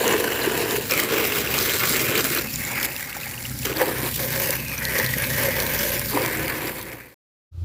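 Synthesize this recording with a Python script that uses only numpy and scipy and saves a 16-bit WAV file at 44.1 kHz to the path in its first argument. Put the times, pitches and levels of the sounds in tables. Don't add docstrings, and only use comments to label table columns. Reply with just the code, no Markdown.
import sys
import numpy as np
from scipy import signal
from scipy.io import wavfile
from scipy.ndimage import uniform_filter1d

SR = 44100
rng = np.random.default_rng(int(sys.argv[2]) if len(sys.argv) > 2 else 0)


def gain_from_db(level_db):
    decades = np.asarray(level_db, float) / 20
    return 10 ** decades


def file_out(sig):
    cols = np.atleast_2d(sig).T
    lim = np.clip(cols, -1, 1)
    pcm = np.round(lim * 32767).astype(np.int16)
    wavfile.write(sys.argv[1], SR, pcm)


N = 336924
TIME = np.arange(N) / SR
TAPS_HZ = np.fft.rfftfreq(4096, 1 / SR)


def evened(x):
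    return x / np.sqrt(np.mean(x ** 2) + 1e-20)


def read(points):
    hz, db = np.transpose(points)
    return np.interp(np.log(TAPS_HZ + 1), np.log(hz + 1), db)


def play(rows):
    s, *columns = np.transpose(rows)
    return [np.interp(TIME, s, c) for c in columns]


def bands(peaks):
    return sum(db * np.exp(-((TAPS_HZ - hz) / width_hz) ** 2) for hz, width_hz, db in peaks)


def colour(x, db):
    log_gain = np.log(gain_from_db(np.maximum(db - db.max(), -100)))
    circle = np.concatenate([log_gain, log_gain[-2:0:-1]])
    spectrum = np.exp(np.conj(signal.hilbert(circle)))
    taps = np.fft.ifft(spectrum).real
    return signal.oaconvolve(x, taps / np.linalg.norm(taps))[:N]


def add(mix, s, sound):
    part = mix[round(s * SR):][:len(sound)]
    part += sound[:len(part)]


def wander(per_s):
    hz = np.geomspace(per_s / 8, per_s, num=24)
    coarse = TIME[::64]
    turns = hz * coarse[:, None] + rng.random(len(hz))
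    sines = np.sin(2 * np.pi * turns)
    return np.interp(TIME, coarse, evened(sines.sum(axis=1)))


def lopsided(t, rise_s, fall_s):
    return np.where(t < 0, np.exp(-(t / rise_s) ** 2), np.exp(-np.abs(t) / fall_s))


# (from [s], panel: 0 large, 1 middle, 2 thin arch, 3 small, 4 near end of the large)
AIM = [(0, 0), (.89, 1), (1.56, 1), (2.42, 2), (3.64, 1), (3.76, 4), (3.9, 4), (4.2, 3), (4.9, 3),
       (5.38, 3), (6.1, 4), (6.22, 4)]


def aim_at(s):
    return np.searchsorted([row[0] for row in AIM], s, "right") - 1


def panel_at(s):
    return np.array([row[1] for row in AIM])[aim_at(s)]


# (frequency [Hz], relative level per Hz [dB])
LARGE = [(120, -54.5), (200, -7.5), (422, 2), (564, -6), (842, -12.5), (940, -7.5), (1300, -21),
         (1520, -14), (1780, -13.5), (2050, -18), (2850, -16.5), (3300, -24.5), (6590, -28.5),
         (7350, -24.5), (8200, -31), (15500, -22)]
MIDDLE = [(120, -58.5), (200, -7), (422, 3), (564, -4.5), (755, -11.5), (1430, -7), (1880, -9), (2130, -6),
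          (2900, -9.5), (3550, -12.5), (4030, -12.5), (6240, -15), (7620, -16.5), (9480, -18),
          (14200, -9.5), (15500, -8.5)]
ARCH = [(120, -37), (200, -6), (298, -11), (339, -3), (385, -7), (422, -11.5), (554, -3), (618, -13),
        (769, -7), (1300, -13), (1600, -7.5), (2170, -6), (2500, -11.5), (3610, -21), (7220, -21.5),
        (8500, -22), (15500, -13.5)]
SMALL = [(120, -41.5), (200, -18), (249, -13), (370, -3), (440, -6), (534, 3.5), (702, -15), (923, -6),
         (1400, -22), (1590, -11), (1840, -14), (2200, -12.5), (2700, -20), (6020, -19.5), (9480, -23),
         (13200, -13), (15500, -14)]
LARGE_NEAR = [(120, -22.5), (200, -26), (310, -2), (454, -6), (506, 0), (618, -12), (858, -11), (1330, -11),
              (1680, -5.5), (2250, -6), (2500, -9.5), (3300, -22), (5910, -27.5), (8200, -31.5),
              (12200, -20.5), (15500, -19)]
# (frequency [Hz], width [Hz], lift [dB])
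FIZZ_BANDS = [
    [(4200, 320, 3.5), (7400, 250, 1.5), (11000, 250, 0)],
    [(2360, 250, 0), (3950, 200, 1.5), (7600, 350, 5)],
    [(2240, 186, 0.5), (4860, 890, 3.5), (7300, 450, 5.5), (11000, 250, 0), (13070, 400, 0)],
    [(4460, 280, 2.5), (5900, 390, 1.5), (8860, 240, 2.5), (11800, 550, 2.5), (13500, 500, -2.5)],
    [(4630, 550, 2.5), (7500, 500, 5.5), (8850, 400, 5.5)],
]
# (frequency [Hz], width [Hz], lift [dB])
GROUND_DIP = [(1324, 99, -1.5), (2920, 490, -0.5)]
# (low edge [Hz], high edge [Hz])
BAND_EDGES_HZ = [(190, 1200), (1200, 3200), (3200, 20000)]
DROP_DEPTH = [0.2, 0.55, 0.62]
SLUG_DEPTH = [0.5, 0.45, 0.42]
PING_SHARE = [0.34, 0.11, 0.32]


def jet():
    drops = bursts(per_s=400, spread_db=2.2, rise_s=0.0001, fall_s=0.0014)
    slugs = bursts(per_s=95, spread_db=2.0, rise_s=0.0008, fall_s=0.011)
    hit = panel_at(TIME)
    levels_db = jet_levels_db()
    ringing = pings(per_s=1800, spread_db=3.4, cycles=7)
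    ripple = uniform_filter1d(rng.standard_normal((5, len(TAPS_HZ))), size=4, axis=1)
    fine_db = 1.3 * evened(ripple)
    panels = [LARGE, MIDDLE, ARCH, SMALL, LARGE_NEAR]
    out = np.zeros(N)
    for (low_hz, high_hz), db, drop, slug, ping in zip(
            BAND_EDGES_HZ, levels_db, DROP_DEPTH, SLUG_DEPTH, PING_SHARE):
        power = (1 - drop + drop * drops) * (1 - slug + slug * slugs)
        hiss = np.sqrt(power) * rng.standard_normal(N)
        drive = evened(hiss + ping * ringing) * gain_from_db(db)
        low_cut = 1 + (low_hz / (TAPS_HZ + 1)) ** 16
        high_cut = 1 + (TAPS_HZ / high_hz) ** 16
        band_db = -10 * np.log10(low_cut * high_cut)
        for k, panel in enumerate(panels):
            share = uniform_filter1d(1. * (hit == k), size=900)
            shape_db = read(panel) + bands(FIZZ_BANDS[k] + GROUND_DIP) + fine_db[k] + band_db
            out += colour(drive * np.sqrt(np.abs(share)), shape_db)
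    return out


# (time [s], force on the shell [dB], mist thrown up [dB above the force])
JET = [(0.0, -24.5, -2), (0.05, -26.5, -0.5), (0.16, -27, 1), (0.18, -28.5, 1), (0.3, -27.5, -1),
       (0.57, -29, 1), (0.6, -25, 0.5), (0.68, -31, 0.5), (0.76, -31, 6.5), (0.81, -36, 4.5),
       (0.87, -38.5, 8.5), (0.89, -43.5, 12), (0.902, -28, 4), (0.915, -26.5, 2.5), (1.0, -25, 2.5),
       (1.08, -30.5, 3), (1.21, -23, -1), (1.3, -29.5, 2.5), (1.39, -27, 5), (1.46, -30.5, 3),
       (1.54, -27, 4.5), (1.57, -25.5, 2.5), (1.65, -29, 6.5), (1.69, -23, 2.5), (1.72, -30, 7),
       (1.75, -25, 4.5), (1.79, -32, 9), (1.835, -21.5, -2), (1.87, -26.5, 6), (1.97, -26.5, 3.5),
       (2.07, -28, 4), (2.12, -26, 1.5), (2.165, -23, -1), (2.18, -20, -3), (2.208, -23, 0.5),
       (2.222, -34.5, 4), (2.25, -25, 2.5), (2.29, -29, 3.5), (2.39, -24, 2.5), (2.42, -36.5, 5),
       (2.46, -32, -1), (2.48, -42, 8), (2.52, -42.5, 13), (2.6, -36.5, 7), (2.68, -31.5, 3.5),
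       (2.74, -34, 2.5), (2.78, -28, -2), (2.853, -30.5, 6.5), (2.87, -36.5, -1.5), (2.98, -38.5, 7.5),
       (3.03, -35, 5), (3.1, -38, 3.5), (3.3, -38.5, 4.5), (3.45, -43, 9), (3.6, -44, 10.5),
       (3.645, -45.5, 10), (3.652, -22.5, 2), (3.67, -27.5, 1.5), (3.72, -31.5, 0), (3.745, -38.5, -1),
       (3.77, -35.5, 5), (3.81, -27.5, 2.5), (3.86, -32, 3.5), (3.92, -32, 3.5), (3.98, -36.5, 6),
       (4.07, -32.5, 8), (4.1, -42.5, 11), (4.15, -45.5, 22.5), (4.19, -37, 8.5), (4.22, -32, 6.5),
       (4.29, -33.5, 6.5), (4.42, -29.5, 6.5), (4.51, -30, 4), (4.55, -34, 5), (4.67, -43, 9.5),
       (4.87, -32, 3.5), (4.915, -28.5, 1), (4.94, -33, 3), (4.965, -25.5, 1.5), (4.98, -28.5, 2),
       (4.99, -25.5, 1.5), (5.03, -28.5, 2), (5.15, -34, 5), (5.2, -29, -0.5), (5.33, -30.5, 6.5),
       (5.43, -26.5, 2.5), (5.54, -30, 2.5), (5.95, -28.5, 4.5), (6.02, -34, 5.5), (6.1, -39, 10.5),
       (6.125, -31, 4.5), (6.175, -24.5, -3), (6.195, -29, -0.5), (6.225, -25.5, -0.5), (6.3, -31, 1),
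       (6.45, -29.5, -1.5), (6.6, -29.5, 1.5), (6.7, -29.5, 0.5), (6.74, -34.5, 5), (6.8, -31, 0.5),
       (6.93, -32, 0.5), (6.96, -32.5, -0.5), (7.1, -30, 0)]
HOLLOW_DB = [2, -0.5, -4, -5.5, -1.5, 5, 2.5, -2, -5.5, -2.5, 2.5, -0.5]
PATTER_DB = [-0.38, -1.04, -1.5, -0.84, -2.6, -0.56, 0.75, -1.2, -0.92, -1, -1.7, -0.36]
# (swing [dB rms], sign has no audible effect)
SURGE_DB = [0.5, -1, 0.5]


def jet_levels_db():
    glance, force_swing = 0.11, 0.029
    force_db, mist_db = play(JET)
    spots_db = np.array([HOLLOW_DB, PATTER_DB], float)[:, aim_at(TIME)]
    hollow_db, patter_db = uniform_filter1d(spots_db, size=900, axis=1)
    drumming_db = force_db + hollow_db - glance * mist_db + force_swing * (force_db + 30)
    levels_db = [drumming_db, force_db + patter_db, force_db + mist_db]
    return [db + surge_db * wander(per_s=25) for db, surge_db in zip(levels_db, SURGE_DB)]


def bursts(per_s, spread_db, rise_s, fall_s):
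    struck = np.minimum(rng.exponential(1, N), 3.2)
    size = gain_from_db(2 * spread_db * struck) * (rng.random(N) < per_s / SR)
    t = np.arange(4000) / SR
    pulse = np.exp(-t / fall_s) * (1 - np.exp(-t / rise_s))
    power = np.abs(signal.oaconvolve(size, pulse)[:N])
    return power / power.mean()


def pings(per_s, spread_db, cycles):
    struck = np.minimum(rng.exponential(1, N), 4)
    size = gain_from_db(spread_db * struck) * (rng.random(N) < per_s / SR)
    pitches_hz = np.geomspace(300, 12000, num=20)
    which, out = rng.integers(0, len(pitches_hz), N), np.zeros(N)
    for k, hz in enumerate(pitches_hz):
        turns = np.arange(2000) * hz / SR
        envelope = np.exp(-turns / cycles) * (1 - np.exp(-turns))
        ring = envelope * np.sin(2 * np.pi * turns * (1 + 0.0042 * turns))
        out += signal.oaconvolve(size * (which == k), hz / 1000 * ring)[:N]
    return evened(out)


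def patchy(x):
    patch_db = 1.4
    z = signal.stft(x, nperseg=512)[2]
    patches = rng.standard_normal(z.shape[::-1])
    for _ in range(2):
        patches = uniform_filter1d(patches, size=9, axis=0)
        patches = uniform_filter1d(patches, size=6, axis=1)
    return signal.istft(z * gain_from_db(patch_db * evened(patches).T), nperseg=512)[1][:N]


# (peak time [s], level [dB], ring [Hz], share of crack [0-1])
TICKS = [(0.079, -8.5, 6600, 0.48), (0.1263, -12.5, 7060, 0.45), (0.2003, -17, 11000, .4),
         (0.46, -18, 9000, 0.6), (0.71, -10.5, 3740, 0.65), (0.9102, -6.5, 5300, 0.5),
         (0.9215, -8, 2410, 0.5), (0.9375, -10, 2500, 0.6), (0.9955, -9.5, 2070, .3),
         (1.0001, -9.5, 11900, 0.8), (1.036, -11, 9000, 0.7), (1.162, -19, 2600, 0.7),
         (1.2434, -15, 8850, 0.8), (1.274, -14, 11900, .1), (1.3233, -11, 2580, 0.4),
         (1.541, -10.5, 2550, .4), (1.4742, -12.5, 2730, 0.35), (1.5884, -6.5, 4040, 0.6),
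         (1.696, -13, 3170, 0.3), (1.728, -18, 4000, .7), (1.836, -17, 2540, 0.44), (1.924, -15, 4030, 0.4),
         (2.058, -16, 2550, 0.6), (1.8947, -6.5, 11000, 0.6), (1.9675, -14, 8120, 0.7),
         (1.995, -17, 6600, .3), (2.1777, -9, 4640, 0.6), (2.208, -14, 4700, 0.6), (2.2433, -9, 4930, 0.7),
         (2.3498, -8, 12200, 0.35), (2.3869, -14.5, 4300, 0.34), (2.162, -17, 4100, .2),
         (2.5393, -16, 5440, 0.4), (2.5586, -11, 7100, 0.5), (2.6506, -17, 7340, 0.25),
         (2.7185, -21, 7200, 0.3), (2.8, -16, 7050, 0.6), (2.8295, -10.5, 5460, 0.67),
         (2.8548, -9, 11800, 0.5), (2.9158, -24, 2670, 0.15), (2.964, -16.5, 7140, 1),
         (3.028, -16.5, 2070, 0.5), (3.129, -19, 2760, 0.5), (3.1679, -19.5, 806, 0.55),
         (3.211, -27, 3930, 0.2), (3.2335, -22, 2650, 0.1), (3.28, -25, 6500, .8), (3.267, -23, 2150, 0.2),
         (3.268, -29, 800, 0.1), (3.402, -30, 2150, 0), (2.966, -24, 2700, .2), (3.3382, -26, 2800, .2),
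         (3.379, -22, 2730, 0.26), (3.4275, -20, 7300, .6), (3.4534, -20, 2760, 0.13),
         (3.497, -22, 7250, 0.5), (3.5895, -20, 7400, 0.7), (3.6304, -21, 2660, 0.4),
         (3.6559, -11, 6300, 0.6), (3.7278, -20, 2700, 0.24), (3.7708, -15, 4460, 0.37),
         (4.0245, -19, 6180, .9), (4.1415, -20, 9500, .8), (4.5065, -6.5, 11000, .7),
         (4.556, -17, 11800, 0.4), (4.718, -26.5, 1880, 0), (4.6835, -20, 6000, 0.75),
         (4.7808, -17.5, 5900, 0.3), (4.821, -15, 1930, 0.1), (4.8526, -9, 4240, 0.6),
         (4.943, -17, 12000, .2), (4.9882, -12, 6140, 0.53), (4.9993, -8.5, 1840, 0.35),
         (5.0631, -12, 4350, .5), (5.139, -13.5, 1910, 0.1), (5.184, -10, 12100, 0.4),
         (5.222, -14, 9900, 0.25), (5.243, -16, 4400, 0.5), (5.4353, -14, 11000, 0.2),
         (5.602, -10.5, 4540, 0.7), (5.666, -13.5, 3830, 0.66), (5.7944, -16, 4700, 0.5),
         (5.9952, -11, 5300, 0.8), (6.1739, -10.5, 970, 0.06), (6.2205, -17, 4900, 0.66),
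         (6.2612, -13, 7570, 0.73), (6.372, -20, 7800, 0.45), (6.396, -25, 5240, .7),
         (6.481, -15, 4690, 0.8), (6.502, -20, 4630, 0.5), (6.575, -21, 6000, .8), (6.6734, -16, 4730, 0.4),
         (6.461, -25, 4800, 0.4), (6.8135, -15, 6000, 0.9), (6.828, -15, 13500, .2),
         (6.918, -19, 5000, 0.7), (6.931, -16, 2100, 0.4)]
# (frequency [Hz], relative level per Hz [dB])
CRACK = [(1500, -27), (3000, -0.5), (6000, -2.5), (9000, -2.5), (15500, 0)]


def ticks():
    small_per_s, small_db, small_spread_db = 45, -30.5, 2.5
    crack_rise_s, crack_fall_s = 0.0001, 0.001
    t, rings, cracks = np.arange(900) / SR - 0.003, np.zeros(N), np.zeros(N)
    rows = list(TICKS)
    for when, size, band, share in rng.random((round(small_per_s * 7), 4)):
        s = when * 7 + 0.01
        peaks = FIZZ_BANDS[panel_at(s)]
        hz = peaks[int(band * len(peaks))][0]
        db = small_db - small_spread_db * np.log(max(size, 0.06))
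        rows.append((s, db, hz, 0.4 + 0.6 * share))
    for (s, db, hz, share), noise in zip(rows, rng.standard_normal((len(rows), 2, 900))):
        width_s = 0.001 + 1.6 / hz
        wobble = np.cumsum(hz / 28000 * noise[1])
        ring = lopsided(t, 0.6 * width_s, 1.5 * width_s) * np.cos(2 * np.pi * hz * t + wobble)
        add(rings, s + t[0], gain_from_db(db) * (1 - share) * ring)
        puff = lopsided(t, crack_rise_s, crack_fall_s) * noise[0]
        add(cracks, s + t[0], gain_from_db(db) * share * 2 * puff / np.abs(puff).max())
    return rings + colour(cracks, read(CRACK))


# (start [s], length [s], rms level before the envelope [dB], from [Hz], to [Hz])
HOLLOW_RINGS = [(0.892, 0.185, -30, 2440, 2000), (2.582, 0.31, -34.5, 2150, 2320),
                (2.4, 0.43, -42, 2650, 2400), (4.79, 0.41, -30, 2000, 1870),
                (5.297, 0.31, -29.5, 1790, 2040), (4.4, 0.66, -37, 2900, 2000),
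                (4.7, 0.22, -45.5, 1200, 2000), (0.2, 0.61, -39.5, 1500, 1650),
                (2.95, 0.36, -44.5, 2150, 2050)]


def hollows():
    width_hz, rise_share = 280, 0.15
    power = 0.26 + bursts(per_s=200, spread_db=3.0, rise_s=0.00059, fall_s=0.0029)
    splash = np.sqrt(power) * rng.standard_normal(N)
    r, out = np.exp(-np.pi * width_hz / SR), np.zeros(N)
    for s, length_s, db, from_hz, to_hz in HOLLOW_RINGS:
        drive = splash[round(s * SR):][:round(length_s * SR)]
        u = np.linspace(0, 1, len(drive))
        turn = np.exp(2j * np.pi * np.cumsum(from_hz + (to_hz - from_hz) * u) / SR)
        smooth = signal.lfilter([1], np.convolve([1, -r], [1, -r]), drive / turn)
        ring = evened((turn * smooth).real)
        envelope = np.sqrt(np.clip(np.minimum(u / rise_share, 2 * (1 - u)), 0, 1))
        add(out, s, gain_from_db(db) * envelope * ring)
    return out


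# (time [s], level before attack and decay [dB], spot struck [0 broad face - 1 stiff edge])
KNOCKS = [(0.078, -6, 1), (0.108, -9.5, .5), (0.138, -10, .05), (0.15, -4.5, .5), (0.512, -8.5, 0.48),
          (0.201, -3, 0.91), (0.473, 3.5, 0.04), (0.638, -11, 0.5), (0.741, -5.5, 0.55), (0.78, -6, 0.51),
          (0.913, -5, 0.88), (1.124, 0, 0.77), (2.093, -4, 0.85), (2.191, -16, .35), (2.233, -21.5, .05),
          (2.308, -12.5, 0.34), (2.385, -9.5, 0.45), (3.653, -9, 0.83), (3.809, -8, 0.77), (3.812, -4, 0.5),
          (3.829, -4.5, 0.86), (3.854, -15, 0.36), (3.872, -14, 0.57), (3.9, -25, 1), (4.029, -11.5, 0.076),
          (4.492, -9.5, 0.42), (4.987, -1, 0.041), (5.165, -11.5, 0.42), (5.483, -7.5, 0.51),
          (5.843, -14, 1), (6.119, -19.5, 0.25), (6.14, -7, 0.1), (6.154, -6, 0.038), (6.166, -15.5, 0.83),
          (6.172, -14.5, 0.3), (6.207, -17.5, .5)]
# (frequency [Hz], t60 [s])
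SHELL_MODES = [
    [(368, 0.031), (422, 0.047), (458, 0.032)],
    [(266, 0.2), (345, 0.053), (428, 0.038), (520, 0.064)],
    [(555, .045)],
    [(500, 0.025), (530, 0.049), (590, 0.06)],
    [(297, 0.054), (409, 0.0556), (510, 0.06), (830, 0.044), (950, 0.05)],
]


def knocks():
    spot_width, attack_s = 0.14, 0.006
    t, out = np.arange(8000) / SR, np.zeros(N)
    for s, db, spot in KNOCKS:
        modes = SHELL_MODES[panel_at(s + 0.02)]
        for place, (hz, t60_s) in zip(np.linspace(0, 1, len(modes)), modes):
            ring = np.exp(-((place - spot) / spot_width) ** 2) * np.sin(2 * np.pi * hz * t)
            add(out, s, gain_from_db(db - 60 * t / t60_s) * (1 - np.exp(-t / attack_s)) * ring)
    return out


# (start [s], length [s], peak level [dB], from [Hz], to [Hz])
CHIRPS = [(.008, 0.035, -34, 4480, 4260), (0.407, 0.029, -25.5, 4460, 3950)]


def bird():
    out = np.zeros(N)
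    for s, length_s, db, from_hz, to_hz in CHIRPS:
        t = np.arange(0, length_s, 1 / SR)
        hz = from_hz + (to_hz - from_hz) * t / length_s
        phase = np.cumsum(2 * np.pi * hz / SR + 0.19 * rng.standard_normal(len(t)))
        add(out, s, gain_from_db(db) * np.hanning(len(t)) * np.sin(phase))
    return out


# (time [s], level [dB])
ENGINE_DB = [(0.0, -38.5), (1.5, -34), (2.6, -34.5), (3.1, -43.5), (3.5, -36), (4.8, -34.5), (5.2, -31.5),
             (6.2, -34), (7.14, -37)]
# (time [s], first order [Hz])
ENGINE_HZ = [(0, 31.5), (1.2, 33.2), (2.0, 32), (2.8, 30.8), (3.9, 30.8), (4.6, 31.7), (5.0, 32.4),
             (5.6, 30.9), (6.3, 29.9), (7.14, 29.5)]
# (order, relative level [dB])
ENGINE_ORDERS = [(2, 0), (3, -8), (4, 2), (5, -1), (7, -3.5), (8, -4.5)]
# (time [s], steady part of each order against its wavering [ratio])
ENGINE_STEADY = [(0, 1.4), (2.8, 1.5), (3.5, 2.8)]
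# (frequency [Hz], relative level per Hz [dB])
ENGINE_RUMBLE = [(15, -58), (25, -24), (59, -11.5), (124, 5.5), (143, 1.5), (173, -6.5), (231, -2),
                 (300, -5.5), (390, -36.5), (660, -120)]


def engine():
    waver_db, waver_hz = 0.5, 2.5
    level_db = play(ENGINE_DB)[0] + waver_db * wander(per_s=9.2)
    turns = np.cumsum(play(ENGINE_HZ)[0]) / SR
    hum, steady = np.zeros(N), play(ENGINE_STEADY)[0]
    pole = np.exp(-2 * np.pi * waver_hz / SR)
    for (order, db), noise in zip(ENGINE_ORDERS, rng.standard_normal((len(ENGINE_ORDERS), 2, N))):
        real, imaginary = [evened(signal.lfilter([1], [1, -pole], n)) for n in noise]
        strength = steady + real + 1j * imaginary
        hum += gain_from_db(db) * np.real(strength * np.exp(2j * np.pi * order * turns))
    rumble = colour(rng.standard_normal(N), read(ENGINE_RUMBLE))
    return gain_from_db(level_db) * evened(evened(hum) + rumble)


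# (frequency [Hz], relative level per Hz [dB])
AFTER_RUMBLE = [(15, -32), (25, -16), (49, -6.5), (97, -5.5), (148, -4.5), (190, -38.5), (356, -17),
                (500, -44.5), (650, -77), (1100, -120)]
# (frequency [Hz], relative level per Hz [dB])
AFTER_AIR = [(290, -26), (500, 2), (620, -3), (927, -7), (1010, -7), (1310, -3), (1720, -13), (4440, -9),
             (8480, -18), (15500, -20)]


def quiet_air():
    start_s, rise_s, air_db, air_rise_s = 7.51, 0.016, -58, 0.11
    hum_hz, hum_from_db, hum_db_per_s, noise_share = 85.2, -46, 170.5, 0.25
    lumps_per_s, lump_db, lump_lag_s = 28, 3.5, 0.006
    t = np.maximum(TIME - start_s, 0)
    lumps = np.cos(2 * np.pi * lumps_per_s * (t - lump_lag_s))
    hum_db = hum_from_db + hum_db_per_s * t + lump_db * lumps
    rumble, air = rng.standard_normal((2, N))
    tone = np.sqrt(2) * np.sin(2 * np.pi * hum_hz * t)
    hum = tone + noise_share * colour(rumble, read(AFTER_RUMBLE))
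    air = gain_from_db(air_db) * np.clip(0.11 + t / air_rise_s, 0, 1) * colour(air, read(AFTER_AIR))
    return np.clip(t / rise_s, 0, 1) ** 2 * (gain_from_db(hum_db) * hum + air)


def scene():
    fade_from_s, fade_to_s, cut_s = 6.41, 7.174, 7.143
    fade = np.clip((fade_to_s - TIME) / (fade_to_s - fade_from_s), 0, 1) * (TIME < cut_s)
    hose = patchy(jet()) + ticks() + hollows() + knocks()
    return (fade * (hose + engine() + bird()) + quiet_air())[None]


def low_pass(x):
    return signal.sosfilt(signal.butter(12, 16820, fs=SR, output="sos"), x)


def record(dry):
    edge = signal.firwin(401, 15540, window=("kaiser", 9), fs=SR)
    mix = signal.oaconvolve(dry, edge[None], "same")
    return low_pass(mix)


dry = scene()
out = record(dry)
file_out(out)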